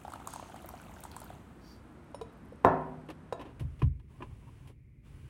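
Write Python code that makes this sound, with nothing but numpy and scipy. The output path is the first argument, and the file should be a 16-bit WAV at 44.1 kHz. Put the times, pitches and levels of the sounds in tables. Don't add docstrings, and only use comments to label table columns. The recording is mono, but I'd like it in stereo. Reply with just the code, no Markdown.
import sys
import numpy as np
from scipy import signal
from scipy.fft import rfft, irfft, next_fast_len
from scipy.io import wavfile
from scipy.ndimage import map_coordinates

SR = 44100
rng = np.random.default_rng(int(sys.argv[2]) if len(sys.argv) > 2 else 0)


def unload_wav(signal):
    wavfile.write(
        sys.argv[1],
        SR,
        np.round(np.clip(np.atleast_2d(signal).T, -1, 1) * 32767).astype(np.int16),
    )


N = 233456
TIME = np.arange(N) / SR
AGE = TIME[:SR]
TOP_HZ = 15900


def amp(db):
    return 10 ** (np.asarray(db) / 20)


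def unit(x):
    return x / np.sqrt(np.mean(x ** 2) + 1e-20)


def along(points, hz):
    f, v = np.transpose(points)
    return np.interp(np.log(hz + 1), np.log(f + 1), v)


def pan(db):
    return amp([[db / 2], [-db / 2]])


def add(track, s, sound):
    part = track[..., max(round(s * SR), 0):][..., :sound.shape[-1]]
    part += sound[..., :part.shape[-1]]


def ramp(start, length):
    return np.clip((TIME - start) / length, 0, 1)


def fade(t, rise, t60):
    return (1 - np.exp(-t / rise)) * np.exp(-np.log(1000) * t / t60)


def wobble(rate):
    knots = rng.standard_normal(int(N * rate / SR) + 4)
    return map_coordinates(knots, [TIME * rate])


def filtered(x, response):
    m = next_fast_len(x.shape[-1] + SR // 4)
    spectrum = rfft(x, m) * response(np.fft.rfftfreq(m, 1 / SR))
    return irfft(spectrum, m)[..., :x.shape[-1]]


# (f/Hz, correlation)
ROOM_COHERENCE = [(60, 0.97), (130, 0.95), (290, 0.84), (640, 0.17), (1400, 0.05), (6000, 0.041),
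                  (14000, .5)]
# (f/Hz, correlation)
CAR_COHERENCE = [(60, 1), (170, 0.93), (500, 0), (1600, 0.019), (5000, 0), (15000, 0.54)]


def noise(spectrum, coherence, size=N, tilt_db=0):
    def mid_side_response(hz):
        colour = amp(along(spectrum, hz) + tilt_db * np.log2(hz + 1))
        angle = np.arccos(np.clip(along(coherence, hz), -1, 1)) / 2
        return colour * [np.cos(angle), np.sin(angle)]
    mid, side = filtered(rng.standard_normal((2, size)), mid_side_response)
    return unit(np.array([mid + side, mid - side]))


def ring(modes, rise, scatter_db, apart_hz):
    out = np.zeros((2, SR))
    for hz, db, t60 in modes:
        skew = np.array([[1], [-1]]) * rng.choice([-1, 1]) * np.pi / 4 * hz / (hz + apart_hz)
        phase = rng.uniform(0, 2 * np.pi) + skew
        strength = amp(db + scatter_db * rng.standard_normal())
        out += strength * np.sin(2 * np.pi * hz * AGE + phase) * fade(AGE, rise, t60)
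    return out


# (f/Hz, t60/s)
WALL_DECAY = [(100, 0.95), (300, 0.8), (1000, 0.56), (3000, 0.65), (8000, 0.16), (15000, 0.098)]


def room(x):
    hz, t, z = signal.stft(rng.standard_normal((2, SR)), SR, nperseg=256)
    decay = np.exp(-np.log(1000) * t / along(WALL_DECAY, hz)[:, None])
    tail = signal.istft(z * decay, SR, nperseg=256)[1][:, :SR]
    tail = tail * (1 - np.exp(-(AGE / 0.0063) ** 2))
    return signal.fftconvolve(x, tail / np.linalg.norm(tail[0]), axes=1)[:, :N]


def bubble(hz, cycles, climb):
    t = AGE[:int(SR * cycles / hz) + 2]
    life = cycles / hz
    phase = 2 * np.pi * hz * t * (1 + climb * (t / life - .5))
    wave = np.sin(phase) * fade(t, 1 / hz, life)
    return wave / np.abs(wave).max()


def swarm(end, rate, hz, octaves, cycles, spread_db):
    out = np.zeros((2, N))
    for when, size, pitch, place in rng.random((int(rate * end), 4)):
        own_hz = min(hz * 2 ** (octaves * (2 * pitch - 1)), TOP_HZ)
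        gain = amp(spread_db * size ** 2) * pan(10 * (place - .5))
        add(out, when * end, gain * bubble(own_hz, cycles, climb=0.13))
    return unit(out) * np.sqrt(end * SR / N)


def snap(hz):
    band = [(hz / 4, -18), (hz * 0.7, -11), (hz, 0), (hz * 1.35, -13), (hz * 1.8, -16)]
    crack = noise(band, ROOM_COHERENCE, size=2048)
    return crack * fade(AGE[:crack.shape[1]], 0.00115, 0.011)


def plop(hz):
    spectrum = [(400, -46), (800, -1.5), (1300, 5.5), (2000, -18), (4000, -15.5), (9000, -37.5)]
    splash = noise(spectrum, ROOM_COHERENCE, size=2048)
    out = amp(-6) * splash * fade(AGE[:splash.shape[1]], .0004, .02)
    add(out, 0, amp(0.5) * bubble(hz, cycles=13.0, climb=0.13))
    return out


POCKET_DELAY_S, SNAP_HZ = .0008, 8620
POUR_END_S, TAPER_S = 1.42, .12
GURGLE_DB, GURGLE_SAG_DB_PER_S = -58.5, 0.5
FOAM_DB, FOAM_SAG_DB_PER_S = -70.5, 18
SPRAY_DB, SURGE_DB = -63, 1
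DROPLETS_PER_S, DROPLET_DB, DROPLET_SPREAD_DB = 26, -53.5, 13.5
# (t/s, plop level/dB, plop f/Hz, snap level/dB)
STREAM_LUMPS = [(0.049, -34.5, 810, -57.5), (0.079, -35.5, 830, -47), (0.12, -42, 1000, -40),
                (0.1358, -32, 1250, -35.5), (0.157, -37, 895, -49), (0.2, -43, 860, -52),
                (0.2727, -31, 1090, -25), (0.336, -36, 955, -28.5), (0.3595, -35, 920, -36),
                (0.396, -33.5, 990, -50), (0.425, -38.5, 670, -55), (0.497, -44.5, 830, -50),
                (0.542, -39, 747, -53), (0.5603, -41.5, 830, -38.5), (0.644, -40.5, 700, -53),
                (0.6886, -42, 990, -41), (0.737, -40, 710, -56), (1.037, -43, 900, -29),
                (1.051, -37.5, 916, -59), (1.1644, -35.5, 970, -31), (1.2165, -41.5, 886, -40.5),
                (1.302, -38.5, 730, -49)]
# (t/s, level/dB, f/Hz)
STRAY_DROPLETS = [(0.3057, -35, 8760), (0.6594, -37.5, 14000), (0.689, -33, 13000), (1.005, -36.5, 14000),
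                  (1.115, -34.5, 4130), (1.202, -36, 10000), (1.243, -37.5, 14000)]
# (f/Hz, level/dB)
SPRAY_SPECTRUM = [(900, 1), (1800, -1), (3200, 1), (5000, -14), (7000, -4), (9000, -4), (12000, -11.5),
                  (15500, -10)]


def pour():
    plops, spits = np.zeros((2, N)), np.zeros((2, N))
    for s, db, hz, snap_db in STREAM_LUMPS:
        add(spits, s, amp(snap_db) * snap(SNAP_HZ))
        add(plops, s + POCKET_DELAY_S, amp(db) * plop(hz))
    for s, db, hz in STRAY_DROPLETS:
        add(spits, s, amp(db) * snap(hz))
    for when, size, pitch in rng.random((int(DROPLETS_PER_S * POUR_END_S), 3)):
        gain = amp(DROPLET_DB + DROPLET_SPREAD_DB * size ** 2)
        own_hz = SNAP_HZ * 2 ** (1.4 * pitch - .7)
        add(spits, when * (POUR_END_S - TAPER_S / 2), gain * snap(own_hz))

    flow = 1 - ramp(POUR_END_S - TAPER_S, TAPER_S)
    gurgle = flow * amp(GURGLE_DB - GURGLE_SAG_DB_PER_S * TIME)
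    spray = flow * amp(SPRAY_DB + SURGE_DB * wobble(14))
    large = swarm(1.45, rate=190, hz=1000, octaves=.65, cycles=13, spread_db=14)
    small = swarm(1.45, rate=220, hz=3100, octaves=.7, cycles=18, spread_db=12)
    tiny = swarm(1.45, rate=600, hz=9300, octaves=.75, cycles=24, spread_db=17)
    plops = pan(6.8) * (plops + gurgle * large)
    spits = pan(1.5) * spits + spray * (amp(-5.5) * small + amp(-11.0) * tiny)
    foam = amp(FOAM_DB - FOAM_SAG_DB_PER_S * np.maximum(TIME - POUR_END_S, 0))
    mist = (amp(-8) * spray + foam) * noise(SPRAY_SPECTRUM, ROOM_COHERENCE)
    return plops + amp(-13.0) * room(plops) + spits + amp(-7.0) * room(spits) + mist


# (f/Hz, level/dB, t60/s)
TABLE_MODES = [(63.8, -19, 0.6), (101, -6.5, 0.22), (155, -15, 1.4), (180.3, -13.5, .4), (251.6, -18, 1.6),
               (266.5, -11.5, 0.53), (293, -8, 0.28), (362, -6.5, .28), (382, -9.5, 0.77), (438, -12, 0.46),
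               (481, -7, 0.41), (503.3, -5, 0.17), (596, -11, 0.31), (608, -7, 0.46), (663, 3.5, 0.23),
               (694, 2, 0.27), (745, -11.5, 0.297), (852, -9, 0.4), (961, -7.5, 0.6), (1052, -5.5, 0.36),
               (1125, -8, 0.2), (1296, -11, .3), (1330, -11.5, .3), (1381, -10.5, .32),
               (1429, -17.5, 0.408), (1690, -17, 0.381), (1758, -16, 0.4), (2200, -40, 0.44),
               (2650, -29, 0.39), (3770, -24, 0.094)]
# (f/Hz, level/dB)
FOOT_CONTACT = [(40, -27), (90, -19.5), (200, -5.5), (400, -3), (700, -3), (1000, -3), (1400, -9),
                (2000, -23.5), (3200, -41), (5000, -46), (9000, -47.5), (16000, -54.5)]


def teapot():
    out = np.zeros((2, N))
    contact = noise(FOOT_CONTACT, ROOM_COHERENCE, size=SR) * fade(AGE, 0.00022, 0.057)
    clonk = np.sin(2 * np.pi * 700 * AGE) * fade(AGE, .0004, 0.037)
    add(out, 2.6425, amp(-39) * contact)
    add(out, 2.6478, amp(-11.5) * contact + amp(-11.5) * clonk)
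    out += amp(-6.5) * room(out)
    add(out, 2.6478, amp(-20) * ring(TABLE_MODES, rise=0.00026, scatter_db=0.7, apart_hz=200))
    return pan(1.8) * out


# (t/s, hollow level/dB, hollow f/Hz, hollow t60/s,
# pot level/dB, lid level/dB, table level/dB)
LID_TAPS = [(2.1452, -27.5, 563, 0.021, -43, -39, -58), (2.2128, -31.5, 455, 0.074, -37.5, -48, -56),
            (2.522, -37, 500, 0.037, -59.5, -62.5, -73.5), (3.3249, -21, 490, 0.031, -31.5, -57, -41)]
# (f/Hz, level/dB, t60/s)
POT_MODES = [(823, 8, 0.028), (990, 11.5, 0.086), (2460, -4, .05), (3837, 2, 0.068), (5350, -1.5, .028),
             (6820, -7.5, .09), (8400, -7.5, 0.089), (13500, -23, .07)]
# (f/Hz, level/dB, t60/s)
LID_MODES = [(860, 10.5, 0.023), (2900, -3, 0.025), (5380, -6.5, 0.13), (9250, -5.5, 0.13),
             (10290, -7.5, 0.098)]


def lid():
    out = np.zeros((2, N))
    spectrum = [(300, -4.5), (800, 6.5), (2000, -14), (4500, -15.5), (9000, -31.0), (16000, -36)]
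    for s, db, hz, t60, pot_db, lid_db, table_db in LID_TAPS:
        hollow = amp(db + 2.5) * np.sin(2 * np.pi * hz * AGE) * fade(AGE, 0.002, t60)
        crack = noise(spectrum, ROOM_COHERENCE, size=SR) * fade(AGE, 0.00032, 0.037)
        pot = ring(POT_MODES, rise=.0003, scatter_db=1.5, apart_hz=1500)
        cap = ring(LID_MODES, rise=.0003, scatter_db=1.5, apart_hz=1500)
        table = ring(TABLE_MODES[7:], rise=.002, scatter_db=1, apart_hz=250)
        china = amp(pot_db) * (crack + amp(-17.0) * pot) + amp(lid_db - 10.5) * cap
        add(out, s, hollow + china + amp(table_db - 4) * table)
    return pan(1) * (out + amp(-15) * room(out))


SCRAPE_RISE_S = .0016
RUB_DB, RUB_SAG_DB_PER_S = -65.5, 9.5
GRIP_S, RELEASE_S = 4.09, 4.71
# (t/s, level/dB, t60/s, tilt/(dB per octave))
CUP_SCRAPES = [(3.0865, -38.5, 0.067, 0.5), (3.1, -36, .063, 2), (3.394, -40, 0.17, 0),
               (3.411, -39.5, 0.069, 1.5), (3.451, -46, 0.32, 0), (3.595, -47, 0.12, 5),
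               (3.607, -43, .09, -4), (3.792, -52, .14, 3), (3.818, -30.5, 0.077, -0.6),
               (3.995, -60, 0.072, 2), (4.204, -40.5, 0.095, -2.5), (4.222, -39.5, 0.11, -0.2),
               (4.672, -56, 0.158, 6), (4.693, -45, 0.1, -6)]
# (f/Hz, level/dB)
PAPER_SPECTRUM = [(120, -19), (300, 7.5), (650, -6), (1050, -1), (1400, -18), (1750, -12.5), (2100, -16),
                  (2800, -13.5), (4500, -29.5), (7000, -38), (10000, -36), (16000, -54)]
# (t/s, level/dB)
CONSOLE_BUMPS = [(3.607, -29.5), (3.648, -33), (3.828, -17.5), (4.281, -43.5)]
# (f/Hz, level/dB, t60/s)
CONSOLE_MODES = [(56.6, -4.5, 0.39), (79.3, 2.5, 0.27), (118.8, 10.5, 0.11), (136.5, -0.5, 0.217),
                 (183, -10, 0.15), (260.5, -16.5, 0.21)]


def paper_cup():
    scrapes, thumps, thump = np.zeros((2, N)), np.zeros(N), np.zeros(SR)
    for s, db, t60, tilt_db in CUP_SCRAPES:
        stroke = fade(AGE, SCRAPE_RISE_S, t60)
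        grain = noise(PAPER_SPECTRUM, CAR_COHERENCE, size=SR, tilt_db=tilt_db)
        add(scrapes, s, amp(db) * stroke / stroke.max() * grain)
    for hz, db, t60 in CONSOLE_MODES:
        thump += amp(db) * np.sin(2 * np.pi * hz * AGE) * fade(AGE, 0.013, t60)
    for s, db in CONSOLE_BUMPS:
        add(thumps, s, amp(db) * thump)

    grip = ramp(GRIP_S, .02) - ramp(RELEASE_S, 0.022)
    slips = amp(4.5 * wobble(45))
    rub_spectrum = [(400, 5), (750, 8), (1050, 13), (1500, -21),
                    (2900, -8), (4000, -35), (10000, -24), (16000, -32)]
    rub_level = amp(RUB_DB - RUB_SAG_DB_PER_S * (TIME - GRIP_S))
    rub = rub_level * slips * grip * noise(rub_spectrum, CAR_COHERENCE)
    return pan(-2.0) * (amp(-1.5) * scrapes + rub) + thumps


# (t/s, level/dB)
LID_CLACKS = [(3.8177, -33), (3.999, -61), (4.2219, -35.5)]
# (f/Hz, level/dB, t60/s)
PLASTIC_MODES = [(1004, 2.5, 0.085), (1200, 2, 0.021), (1704, -1.5, 0.037), (2460, -5, 0.032),
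                 (2754, -7, 0.048), (3060, -12, 0.033)]


def cup_lid():
    out = np.zeros((2, N))
    for s, db in LID_CLACKS:
        add(out, s, amp(db - 6) * ring(PLASTIC_MODES, rise=.0005, scatter_db=1.5, apart_hz=1500))
    return pan(-7.0) * out


CAR_IN_S, CAR_FADE_S = 3.16, 0.59
SIZZLE_S, SIZZLE_DB, SIZZLE_RISE_S, SIZZLE_T60_S = .275, -47.5, 0.054, .7
# (f/Hz, level/dB)
SIZZLE_SPECTRUM = [(1500, -15), (3300, -1), (5000, -4), (6100, -3), (6450, 7.5), (6900, -4), (9000, -4.5),
                   (12000, -24), (15500, -25)]
# (f/Hz, level/dB)
SQUEAK_SPECTRUM = [(3500, -19.5), (4400, -12.5), (4650, 1), (5000, -16), (5500, -7.5), (6000, -16.5),
                   (8000, -25.5)]


def froth():
    ticks_fade = 1 - ramp(CAR_IN_S - CAR_FADE_S, 2 * CAR_FADE_S)
    ticks = swarm(3.3, rate=40, hz=11500, octaves=.35, cycles=8, spread_db=10)
    squeak = noise(SQUEAK_SPECTRUM, ROOM_COHERENCE) * np.exp(-((TIME - 1.7) / 0.067) ** 2)
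    out = amp(-86) * ticks_fade * ticks + amp(-60.0) * squeak
    sizzle = noise(SIZZLE_SPECTRUM, ROOM_COHERENCE, size=SR) * fade(AGE, SIZZLE_RISE_S, SIZZLE_T60_S)
    add(out, SIZZLE_S, amp(SIZZLE_DB) * sizzle)
    return out


ROOM_DB, ROOM_OUT_S, ROOM_FADE_S = -51.5, 3.91, 1
IDLE_DB, HISS_DB, HISS_GROWTH_DB_PER_S = -50, -69, 2.5
DIP_EDGE_S = 0.036
# (start t/s, end t/s, hiss level change/dB, idle level change/dB)
LEVEL_DIPS = [(3.872, 4.093, -10, -2), (4.702, 5.041, -17.5, -5.5)]
# (f/Hz, level/dB)
ROOM_SPECTRUM = [(12, -47.5), (20, -36.5), (55, -1.5), (77, -1.5), (113, -5.5), (216, -5.5), (347, -9.5),
                 (410, -14.5), (660, -16.5), (1370, -19.5), (4670, -41.5), (7520, -45.5), (8410, -41.5),
                 (14700, -59), (16000, -67)]
# (f/Hz, level/dB)
IDLE_SPECTRUM = [(20, -16), (50, 0.5), (90, -3), (135, 1), (180, -15.5), (250, -14), (400, -22), (700, -41),
                 (1300, -81)]
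# (f/Hz, level/dB)
VENT_SPECTRUM = [(200, -11), (400, -3), (700, -11.5), (1050, -7), (1500, -10), (2100, -11.5), (2800, -11),
                 (4000, -21), (7000, -24.5), (10000, -21.5), (13000, -35.5), (16000, -26.5)]


def background():
    indoors = amp(ROOM_DB) * (1 - ramp(ROOM_OUT_S - ROOM_FADE_S, ROOM_FADE_S) ** 2)
    hiss_dip, idle_dip = np.zeros(N), np.zeros(N)
    for start, end, hiss_db, idle_db in LEVEL_DIPS:
        dip = ramp(start, DIP_EDGE_S) - ramp(end - DIP_EDGE_S / 2, DIP_EDGE_S)
        hiss_dip += hiss_db * dip
        idle_dip += idle_db * dip
    idle = amp(IDLE_DB + idle_dip) * noise(IDLE_SPECTRUM, CAR_COHERENCE)
    vent_level = amp(HISS_DB + HISS_GROWTH_DB_PER_S * (TIME - CAR_IN_S) + hiss_dip)
    vents = vent_level * noise(VENT_SPECTRUM, CAR_COHERENCE)
    whine = amp(-78.0) * noise([(1500, -32), (2100, -10.5), (2400, -13), (3000, -40)], CAR_COHERENCE)
    car = ramp(CAR_IN_S, CAR_FADE_S) * (pan(-2.9) * idle + pan(-1) * vents + whine)
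    return pan(1.6) * indoors * noise(ROOM_SPECTRUM, ROOM_COHERENCE) + car


def scene():
    return pour() + teapot() + lid() + paper_cup() + cup_lid() + froth() + background()


def record(dry):
    highpass = signal.butter(2, 32, btype="highpass", fs=SR, output="sos")
    thinned = signal.sosfilt(highpass, dry)
    return filtered(thinned, lambda hz: hz < TOP_HZ)


dry = scene()
out = record(dry)
unload_wav(out)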